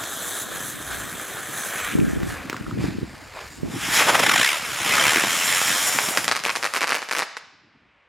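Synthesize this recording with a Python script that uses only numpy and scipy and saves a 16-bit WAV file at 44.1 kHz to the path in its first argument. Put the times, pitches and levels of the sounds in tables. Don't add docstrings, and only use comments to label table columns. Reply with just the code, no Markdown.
import sys
import numpy as np
from scipy import signal
from scipy.fft import rfft, irfft
from scipy.io import wavfile
from scipy.ndimage import uniform_filter1d, map_coordinates

SR = 44100
rng = np.random.default_rng(int(sys.argv[2]) if len(sys.argv) > 2 else 0)


def store_wav(level_fs):
    pcm = np.round(np.clip(np.atleast_2d(level_fs), -1, 1) * 32767)
    wavfile.write(sys.argv[1], SR, pcm.T.astype(np.int16))


N = 356724
T = np.arange(N) / SR


def charge():
    thrust = [(3.6, -55), (3.72, -34), (3.92, -17), (3.97, -10.5), (4.1, -15), (4.2, -15.5), (4.3, -14),
              (4.46, -14), (4.52, -19.5), (4.6, -27.5), (4.8, -22.5), (4.95, -14), (5.05, -14), (5.23, -20),
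              (5.58, -17.5), (5.95, -21.5), (6.22, -28.5), (6.35, -48), (6.55, -39), (7.2, -52)]
    spectrum = [(110, -51.5), (180, -29), (460, -4.5), (1240, 0), (2230, 1), (2840, -3.5), (3200, -1),
                (3600, -4), (4650, -10), (5350, -3), (6140, -7), (7200, -2.5), (8100, -9), (10500, -8),
                (11900, -15), (13200, -11), (16000, -29.5)]
    bass = [(3.6, 14), (3.85, -6.5), (4.04, -1.5), (4.11, 9), (4.3, -2), (4.48, -10.5), (4.58, -0.5),
            (5.6, -6), (6.1, 3.5), (6.35, 10)]
    spin = [(3.85, 5), (4.007, 7.5), (4.2, 23.5), (4.5, 74), (4.6, 77), (4.88, 65), (5.03, 70.5),
            (5.12, 77.5), (5.35, 85.3), (5.6, 90), (6.4, 89)]
    facing = [(3.9, 1), (4.08, 5), (4.36, 6), (4.5, 5.5), (4.62, 2), (4.9, 4), (5.15, 6), (5.3, 3.5),
              (5.85, 1.5)]
    t = np.arange(thrust[0][0], thrust[-1][0], .01)
    thrust_db = curve(thrust, t)
    full_thrust_db, aloft_s, catch_s = -10.5, 4.86, 3.955
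    tilt_db = np.minimum(-7.5 + 0.49 * (full_thrust_db - thrust_db), -2.5)
    tilt_db += 5.5 * ramp(t, aloft_s, span_s=0.99)
    tilt_db += 7.5 * np.exp(-((t - catch_s) / 0.03) ** 2)
    hiss = jet_noise(lambda hz, t: at_hz(spectrum, hz), t, thrust_db, tilt_db, curve(bass, t),
                     patchy_db=1.1, gusty_db=.9)
    turns = np.cumsum(curve(spin)) / SR
    angle = 2 * np.pi * (turns - np.interp(4.003, T, turns))
    sweep_db = curve(facing) * (np.cos(angle) + .3 * np.cos(2 * angle))
    body = signal.sosfiltfilt(butterworth(2, 4500, "lowpass"), hiss)
    return body * gain_of(sweep_db) + (hiss - body) * gain_of(.65 * sweep_db)


def stars():
    bursts = [(5.9882, 0, 9, -12, -17), (6.1735, 1.5, 9.2, -9, -4), (6.1771, -7.3, 9, -7, -8),
              (6.2442, -6.2, 9, -7, -3), (6.2802, 1.5, 8.9, -7, -4), (6.3142, .5, 10.2, -11, -7),
              (6.3213, -3.7, 8.5, -12, -10), (6.3517, -10, 8, 0, -3), (6.3654, -5.9, 8.7, -6, -5),
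              (6.3921, -15.1, 8, -3, -4), (6.2958, -12, 9, -12, -16), (6.438, -8.9, 8.9, -5, -6),
              (6.4519, -4.7, 10.6, -7, -9), (6.4625, -8, 9.2, -8, -8), (6.4692, -10.7, 9.1, -3, -4),
              (6.4843, -9.7, 8.5, -5, -13), (6.4948, -4.8, 11.3, -9, -10), (6.5024, -6.3, 9.1, -6, -13),
              (6.5549, -9.5, 8.7, -3, -6), (6.5608, -6.3, 8.6, -3, -4), (6.628, -8.3, 7.3, 0, -7),
              (6.6435, -6, 8.7, -1, -6), (6.6557, -8.6, 7.7, -7, -6), (6.6634, -12, 9.3, -2, -7),
              (6.7379, -6.1, 9.2, -4, -4), (6.7521, -10.6, 7.4, 0, -4), (6.7637, -5, 7.5, -7, -8),
              (6.7712, -7.5, 7.8, -5, -6), (6.7862, -17, 5, -6, -9), (6.8083, -8.6, 7.4, -1, -7),
              (6.8186, -7.3, 7.1, -2, -10), (6.83, -5.8, 6.9, -7, -8), (6.8369, -9, 6.2, -7, -14),
              (6.8431, -7, 5.7, -9, -13), (6.8724, -10.8, 5.9, -7, -3), (6.8783, -12, 7.3, -1, -7),
              (6.893, -6.8, 8.7, -3, -5), (6.906, -8.1, 7.3, 0, -10), (6.9219, -2.7, 7.3, -4, -14),
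              (6.9334, -9.9, 7, -10, -3), (6.9448, -7.1, 6.5, 0, -8), (6.9556, -11.3, 8.1, 0, -9),
              (6.9708, -12.7, 7, -12, -11), (6.9838, -16, 7, -1, -5), (7.0197, -14.2, 8.1, -7, -7),
              (7.0278, -17, 6.8, -4, -7), (7.0886, -14, 6.8, -3, -5), (7.1119, -7.5, 4.8, 0, -7),
              (7.1262, -7.4, 7.6, -2, -6), (7.1509, -9.1, 5.9, -4, -9), (7.1659, -9.4, 6, 0, -9),
              (7.1778, -12.1, 7, -7, -2), (7.1848, -6, 7.6, -7, -3), (7.1924, -8, 7.3, 0, -6),
              (7.206, -12.8, 4.6, 0, -11), (7.222, -9, 6.1, -1, -12), (7.2331, -13.7, 5, -11, -8),
              (7.3688, -15, 4.7, -4, -9)]
    spectrum = [(120, -41), (200, -16.5), (519, -7.5), (709, -11.5), (986, -3.5), (2290, -4.5),
                (3490, -12.5), (5040, -8), (10700, -18), (13600, -26.5), (16000, -62)]
    hz, t = np.fft.rfftfreq(4096, 1 / SR), np.arange(900) / SR
    sizzle = gain_of(-17) * np.exp(-t / 0.0006)
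    fizz = gain_of(-28.5) * np.exp(-t / 0.025)
    snaps, impulses = np.zeros(N), np.zeros(N)
    for start_s, peak_db, lag_ms, echo_db, bright_db in bursts:
        direct = (start_s, peak_db, bright_db)
        bounced = (start_s + lag_ms / 1000, peak_db + echo_db, bright_db - 3.5)
        for arrival_s, db, treble_db in (direct, bounced):
            chance = rng.standard_normal(901)
            colour_db = at_hz(spectrum, hz * (1 + 0.09 * chance[0])) + (treble_db + chance[3]) * treble(hz)
            snap = minimum_phase(colour_db, size=300)
            snap = signal.lfilter([-.87, 1], [1, -.87], snap)
            tail = chance[1:] * sizzle + np.diff(chance) * fizz
            tail[0] = 1
            reflection_s = .0015 + .00025 * np.clip(chance[1], -2, 2)
            tail[round(SR * reflection_s)] = .4 + .1 * chance[2]
            snap = np.convolve(snap, tail)
            envelope = abs(signal.hilbert(snap))
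            add(snaps, arrival_s - envelope.argmax() / SR, gain_of(db) * snap / envelope.max())
            add(impulses, arrival_s, gain_of([db]))
    wake = signal.lfilter([1], [1, -np.exp(-1 / (.01 * SR))], impulses)
    crumbs = wake * gain_of(-21 + 3 * np.minimum(rng.exponential(1, N), 3))
    crumbs *= rng.random(N) < 220 / SR
    dull_snap = minimum_phase(at_hz(spectrum, hz) - 12 * treble(hz), size=300)
    return snaps - signal.oaconvolve(crumbs, dull_snap / abs(dull_snap).max())[:N]


def fuse():
    burn = [(0, -25, -3.5), (0.42, -25.5, 3), (0.46, -27.5, -5), (0.7, -27.5, 2.5), (0.75, -28.5, -4),
            (0.97, -27, -2.5), (1.48, -25, -5), (1.599, -24, 0.5), (1.74, -22, -5), (1.8, -17.5, -7),
            (1.93, -20.5, -8), (1.99, -31, -6.5), (2.42, -28.5, -11), (2.619, -35, -5.5), (3.3, -36, -4.5),
            (3.55, -38.5, 4), (3.75, -38, -9)]
    spurts = [(.55, 4.5, -3.5), (.93, 5, -2), (2.1, 3, 1), (2.3, 3.5, 6), (2.521, 2, -3), (2.849, 10.5, -1),
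              (3.392, 12.5, -10.5)]
    flare = [(1.68, -16), (1.8, -22), (1.93, -23), (2.0, -13.5)]
    times, burn_db, treble_db = np.transpose(burn)
    t = np.arange(times[0], times[-1], .01)
    level_db, tilt_db = np.interp(t, times, burn_db), np.interp(t, times, treble_db)
    rise_s, fall_s = 0.082, 0.11
    for peak_s, swell_db, spurt_tilt_db in spurts:
        spurt = np.interp(t, [peak_s - rise_s, peak_s, peak_s + fall_s], [0, 1, 0])
        level_db += swell_db * spurt
        tilt_db += spurt_tilt_db * spurt
    return jet_noise(fuse_colour, t, level_db, tilt_db, curve(flare, t), patchy_db=1.5, gusty_db=1.5)


def fuse_colour(hz, t):
    open_fuse = [(180, -41), (300, 4.5), (749, 7.5), (885, -4.5), (1010, -0.5), (1720, -4), (2050, -12),
                 (2270, -8.5), (3500, -12), (5520, -16), (6000, -12), (9880, -11), (10900, -5.5),
                 (12500, -23), (14000, -14), (16000, -33)]
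    hollows = [(2760, 390, -5), (4500, 1100, -4), (10050, 1240, -6)]
    ember = [(240, -37.5), (400, 5), (636, 4.5), (1420, -7), (2400, -11.5), (3400, -17.5), (4100, -15.5),
             (4900, -12.5), (6000, -21.5), (7050, -15), (8200, -21.5), (10000, -23.5), (12200, -27.5),
             (13400, -26.5), (16000, -38.5)]
    spraying = at_hz(open_fuse, hz) + sum(db * np.exp(-((hz - f) / width) ** 2) for f, width, db in hollows)
    ridge, hollow = (np.exp(-((hz - f) / 630) ** 2) for f in (3650, 2520))
    rasp_db = 6.5 * (ridge - hollow) * (1 - ramp(t, 0, span_s=1.9))
    dying = ramp(t, 1.95, span_s=1)
    return (1 - dying) * (spraying + rasp_db) + dying * at_hz(ember, hz)


def spits():
    grains = [(0.038, -16.5, 1490, -25, 0.86), (1.986, -22, 1000, -40, 0.78),
              (2.001, -20.5, 2460, -45, 0.64), (2.231, -20, 1500, -40, 0.76), (2.302, -21, 1500, -40, 0.7),
              (2.498, -11, 1950, -10, 0.82), (2.5288, -15, 1400, -10, 0.55),
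              (2.544, -22.5, 1160, -40, 0.32), (2.566, -20, 1820, -35, 0.79), (2.574, -26, 1380, -47, .35),
              (2.665, -25.5, 1300, -47, .15), (2.711, -23.5, 1290, -27, 0.34),
              (3.217, -31, 1500, -45, 0.97), (3.371, -25, 890, -41, .4), (5.0672, -2.5, 1550, -17, 0.87),
              (5.16, -3.5, 2100, -5, 0.67), (5.171, -8, 1630, -5.5, 0.57), (5.18, -14, 1590, -7, 0.22),
              (5.238, -7, 1980, -6, 0.85), (5.248, -11.5, 990, -26.5, 0.55),
              (5.616, -12.5, 1010, -29.5, 0.7), (5.68, -8, 2010, -25, .7), (6.087, -9.5, 1290, -12, 0.79)]
    out, t = np.zeros(N), np.arange(600) / SR
    puff = np.sin(2 * np.pi * 330 * t) * np.exp(-t / 0.0014) * np.minimum(t / 0.002, 1)
    for start_s, peak_db, hz, puff_db, crack in grains:
        ring_s = .0024 * (1 - np.clip(crack, 0, .9))
        ring = np.sin(2 * np.pi * hz * t) * np.exp(-t / ring_s) * np.minimum(2 * t / ring_s, 1)
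        noise = uniform_filter1d(rng.standard_normal(600), size=4) * np.exp(-t / 0.0043)
        pop = ring / abs(ring).max() + 0.57 * crack * noise
        add(out, start_s, gain_of(peak_db) * pop / abs(pop).max() + gain_of(puff_db) * puff)
    return signal.sosfilt(butterworth(2, 120, "highpass"), out)


def jet_noise(colour, times, level_db, treble_db, bass_db, patchy_db, gusty_db):
    frames, hz = N // 128 + 5, np.fft.rfftfreq(512, 1 / SR)
    t = np.arange(frames) * 128 / SR
    real, imag, patches = rng.standard_normal((frames, 257, 3)).T
    patches = unit_rms(uniform_filter1d(uniform_filter1d(patches, 8, 0), 16, 1))
    tilt_db = np.interp(t, times, treble_db) * treble(hz)[:, None]
    tilt_db += np.interp(t, times, bass_db) * (1 - treble(hz, low_hz=705, high_hz=1702))[:, None]
    shape = gain_of(colour(hz[:, None], t))
    midrange = np.sqrt(np.sum(shape[(hz > 800) & (hz < 3000)] ** 2, axis=0))
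    spectra = (real + 1j * imag) * shape / midrange * gain_of(tilt_db + patchy_db * patches)
    hiss = signal.istft(spectra, nperseg=512, noverlap=384)[1][:N] / 2
    return hiss * gain_of(np.interp(T, times, level_db, -120, -120) + gusty_db * wander(0.0022))


def ground_echo(x):
    lags = [(4.2, .2), (4.35, 1), (4.6, 3.6), (4.9, 6.7), (5.2, 8.7), (5.7, 9.9), (6.15, 9.3), (6.5, 8.8)]
    parted = ramp(T, 4.15, span_s=.25)
    return x + gain_of(-6.5) * parted * uniform_filter1d(delayed(x, lags), size=3)


def near_echo(x):
    lags = [(0, 2.16), (1.68, 2.16), (1.78, 1.6), (4.0, 1.8), (4.95, 1.71), (5.3, 1.55), (5.55, 1.46),
            (5.85, 1.44), (6.2, 1.47)]
    strength = [(0, -11), (1.9, -11), (2.6, -18), (3.8, -18), (4.9, -10), (5.4, -7.5), (6.2, -7)]
    bright = signal.sosfiltfilt(butterworth(2, 5500, "highpass"), x)
    return x + gain_of(curve(strength) + 4 * wander(0.022)) * delayed(bright, lags)


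def cancellations(x):
    notches = [(4760, 260), (5630, 260), (8670, 200), (11760, 250)]
    cut = x
    for hz, width_hz in notches:
        cut = signal.lfilter(*signal.iirnotch(hz, hz / width_hz, SR), cut)
    lying_still = 1 - ramp(T, 1.72, span_s=.25)
    return x - .9 * (x - cut) * lying_still


def yard(x, gap_s=.005):
    decay = [(200, 0.36), (700, 0.72), (2000, 0.81), (5000, 1), (9000, 0.41), (15000, 0.22)]
    taps = np.zeros((2, 2 * SR))
    slots = np.arange(round(gap_s * SR), 2 * SR - 20, 20)
    arrivals = slots + rng.integers(0, 20, (2, len(slots)))
    np.put_along_axis(taps, arrivals, rng.choice([-1., 1.], arrivals.shape), 1)
    hz, t, spectra = signal.stft(taps, SR, nperseg=256)
    tail = signal.istft(spectra * gain_of(-60 * t / at_hz(decay, hz)[:, None]), SR, nperseg=256)[1]
    return signal.fftconvolve(x[None], tail / np.linalg.norm(tail[0]), axes=1)[:, :N]


def port_difference(x):
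    ports = [(60, -14.5), (150, -29.5), (380, -24), (950, -33.5), (2380, -28.5), (5980, -17.5),
             (11500, -3.5), (15000, -4.5)]
    apart = minimum_phase(at_hz(ports, np.fft.rfftfreq(4096, 1 / SR)), size=256)
    scatter = rng.standard_normal((2, 600)) * np.exp(-np.arange(600) / 110.0)
    first, second = (signal.oaconvolve(x, np.convolve(apart, path / np.linalg.norm(path)))[:N]
                     for path in scatter)
    crossfade = 2 * np.pi * (3 * T + wander(.3))
    return first * np.cos(crossfade) + second * np.sin(crossfade)


def wind():
    gusts = [(0, -47, -54), (0.9, -45, -44), (1.86, -47.5, -53), (1.98, -29.5, -14.5), (2.07, -36, -23.5),
             (2.25, -42, -29), (2.43, -42, -52), (2.52, -35, -43), (2.58, -40, -45), (2.7, -40, -37.5),
             (2.73, -29.5, -37), (2.79, -28.5, -26), (3.03, -34.5, -43), (3.12, -51, -53),
             (3.51, -55.5, -61), (3.65, -35.5, -31), (3.96, -37, -45), (4.32, -33.5, -39),
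             (4.55, -52, -63.5), (4.9, -38.5, -45), (5.5, -43, -48), (6.1, -42, -56.5), (7.3, -71.5, -88),
             (7.75, -61, -73), (8.05, -81.5, -88)]
    thumps = [(1.954, -4.5, -4.5, 205), (1.976, -11, -22, 250), (1.994, -4, -6, 170),
              (2.233, -9.5, -9.5, 170), (2.612, -15, -20, 165), (2.682, -21, -18, 200),
              (2.74, -16, -16, 130), (2.776, -16, -20, 312), (2.798, -25, -14, 199), (2.842, -5.5, -7, 232),
              (2.986, -11, -13.5, 220), (3.031, -13, -9, 210), (3.633, -15, -9, 242)]
    rumble = [(.3, -59), (1.0, -45.5), (1.6, -69), (2.0, -38.5), (2.3, -39.5), (2.55, -55), (2.74, -39),
              (3.0, -41), (3.3, -54), (3.7, -47), (4.5, -58), (6.3, -62.5), (7.3, -85), (7.8, -72.5)]
    times, common_db, opposed_db = np.transpose(gusts)
    lumps = []
    for db, band_hz in ((common_db, [100, 330]), (opposed_db, [130, 380])):
        eddies = rng.standard_normal(N) * gain_of(6.5 * np.minimum(wander(.01), 1.2))
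        eddies = signal.sosfilt(butterworth(4, band_hz, "bandpass"), eddies)
        lumps.append(unit_rms(eddies) * gain_of(np.interp(T, times, db)))
    common, opposed = lumps
    out = np.array([common + opposed, common - opposed])
    t = np.arange(-400, 400) / SR
    port_rad = np.array([[0], [-2.18]])
    for centre_s, left_db, right_db, hz in thumps:
        thump = np.cos(2 * np.pi * (hz * t + rng.random()) + port_rad) * np.exp(-(t * hz / 0.28) ** 2)
        add(out, centre_s + t[0], gain_of([[left_db], [right_db]]) * thump)
    out = signal.sosfilt(butterworth(2, 70, "highpass"), out)
    deep = rng.standard_normal(N) * gain_of(2.4 * wander(0.04))
    deep = signal.sosfilt(butterworth(3, [45, 120], "bandpass"), deep)
    return out + unit_rms(deep) * gain_of(curve(rumble))


def night(level_db=-61.5):
    spectrum = [(24, -52), (40, -12), (86, -11.5), (432, 0), (1470, 3.5), (2420, 3), (9000, -34),
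                (11700, -63.5), (19800, -120)]
    murmur = rfft(rng.standard_normal(N)) * gain_of(at_hz(spectrum, np.fft.rfftfreq(N, 1 / SR)))
    return gain_of(level_db) * unit_rms(irfft(murmur, N))


def gain_of(db):
    return 10 ** (np.asarray(db) / 20)


def unit_rms(x):
    return x / np.sqrt(np.mean(x ** 2) + 1e-20)


def curve(points, t=T):
    return np.interp(t, *np.transpose(points))


def at_hz(points, hz):
    f, value = np.transpose(points)
    return np.interp(np.log(hz + 1), np.log(f + 1), value)


def ramp(t, start_s, span_s):
    return np.clip((t - start_s) / span_s, 0, 1)


def treble(hz, low_hz=2500, high_hz=7000):
    return np.clip(np.log((hz + 1) / low_hz) / np.log(high_hz / low_hz), 0, 1)


def butterworth(order, hz, kind):
    return signal.butter(order, hz, kind, fs=SR, output="sos")


def minimum_phase(db, size):
    log_gain = np.log(gain_of(np.maximum(db, -100)))
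    circle = np.r_[log_gain, log_gain[-2:0:-1]]
    return np.fft.ifft(np.exp(circle - 1j * signal.hilbert(circle).imag)).real[:size]


def add(mix, start_s, sound):
    part = mix[..., round(start_s * SR):][..., :sound.shape[-1]]
    part += sound[..., :part.shape[-1]]


def wander(span_s):
    size = max(round(span_s * SR), 1)
    return unit_rms(uniform_filter1d(uniform_filter1d(rng.standard_normal(N), size), size))


def delayed(x, lags):
    return map_coordinates(x, [np.arange(N) - curve(lags) * SR / 1000], order=3, mode="nearest")


def scene():
    fizz = fuse()
    jets = ground_echo(charge()) + spits()
    bursts = stars()
    burning = cancellations(fizz) + jets
    echo = yard(gain_of(-16) * burning + gain_of(-13) * bursts)
    mid = near_echo(burning) + bursts + echo[0] + night()
    aside = gain_of(6.5) * bursts
    side = port_difference(fizz + jets + aside + echo[0]) + gain_of(-12) * echo[1]
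    return mid + side * [[1], [-1]] + wind()


def record(dry, edge_hz=16200):
    saturated = 1.23 * np.tanh(dry / 1.191)
    lowpass = signal.firwin(511, edge_hz, window=("kaiser", 9), fs=SR)
    return signal.oaconvolve(saturated, lowpass[None], "same")


dry = scene()
out = record(dry)
store_wav(out)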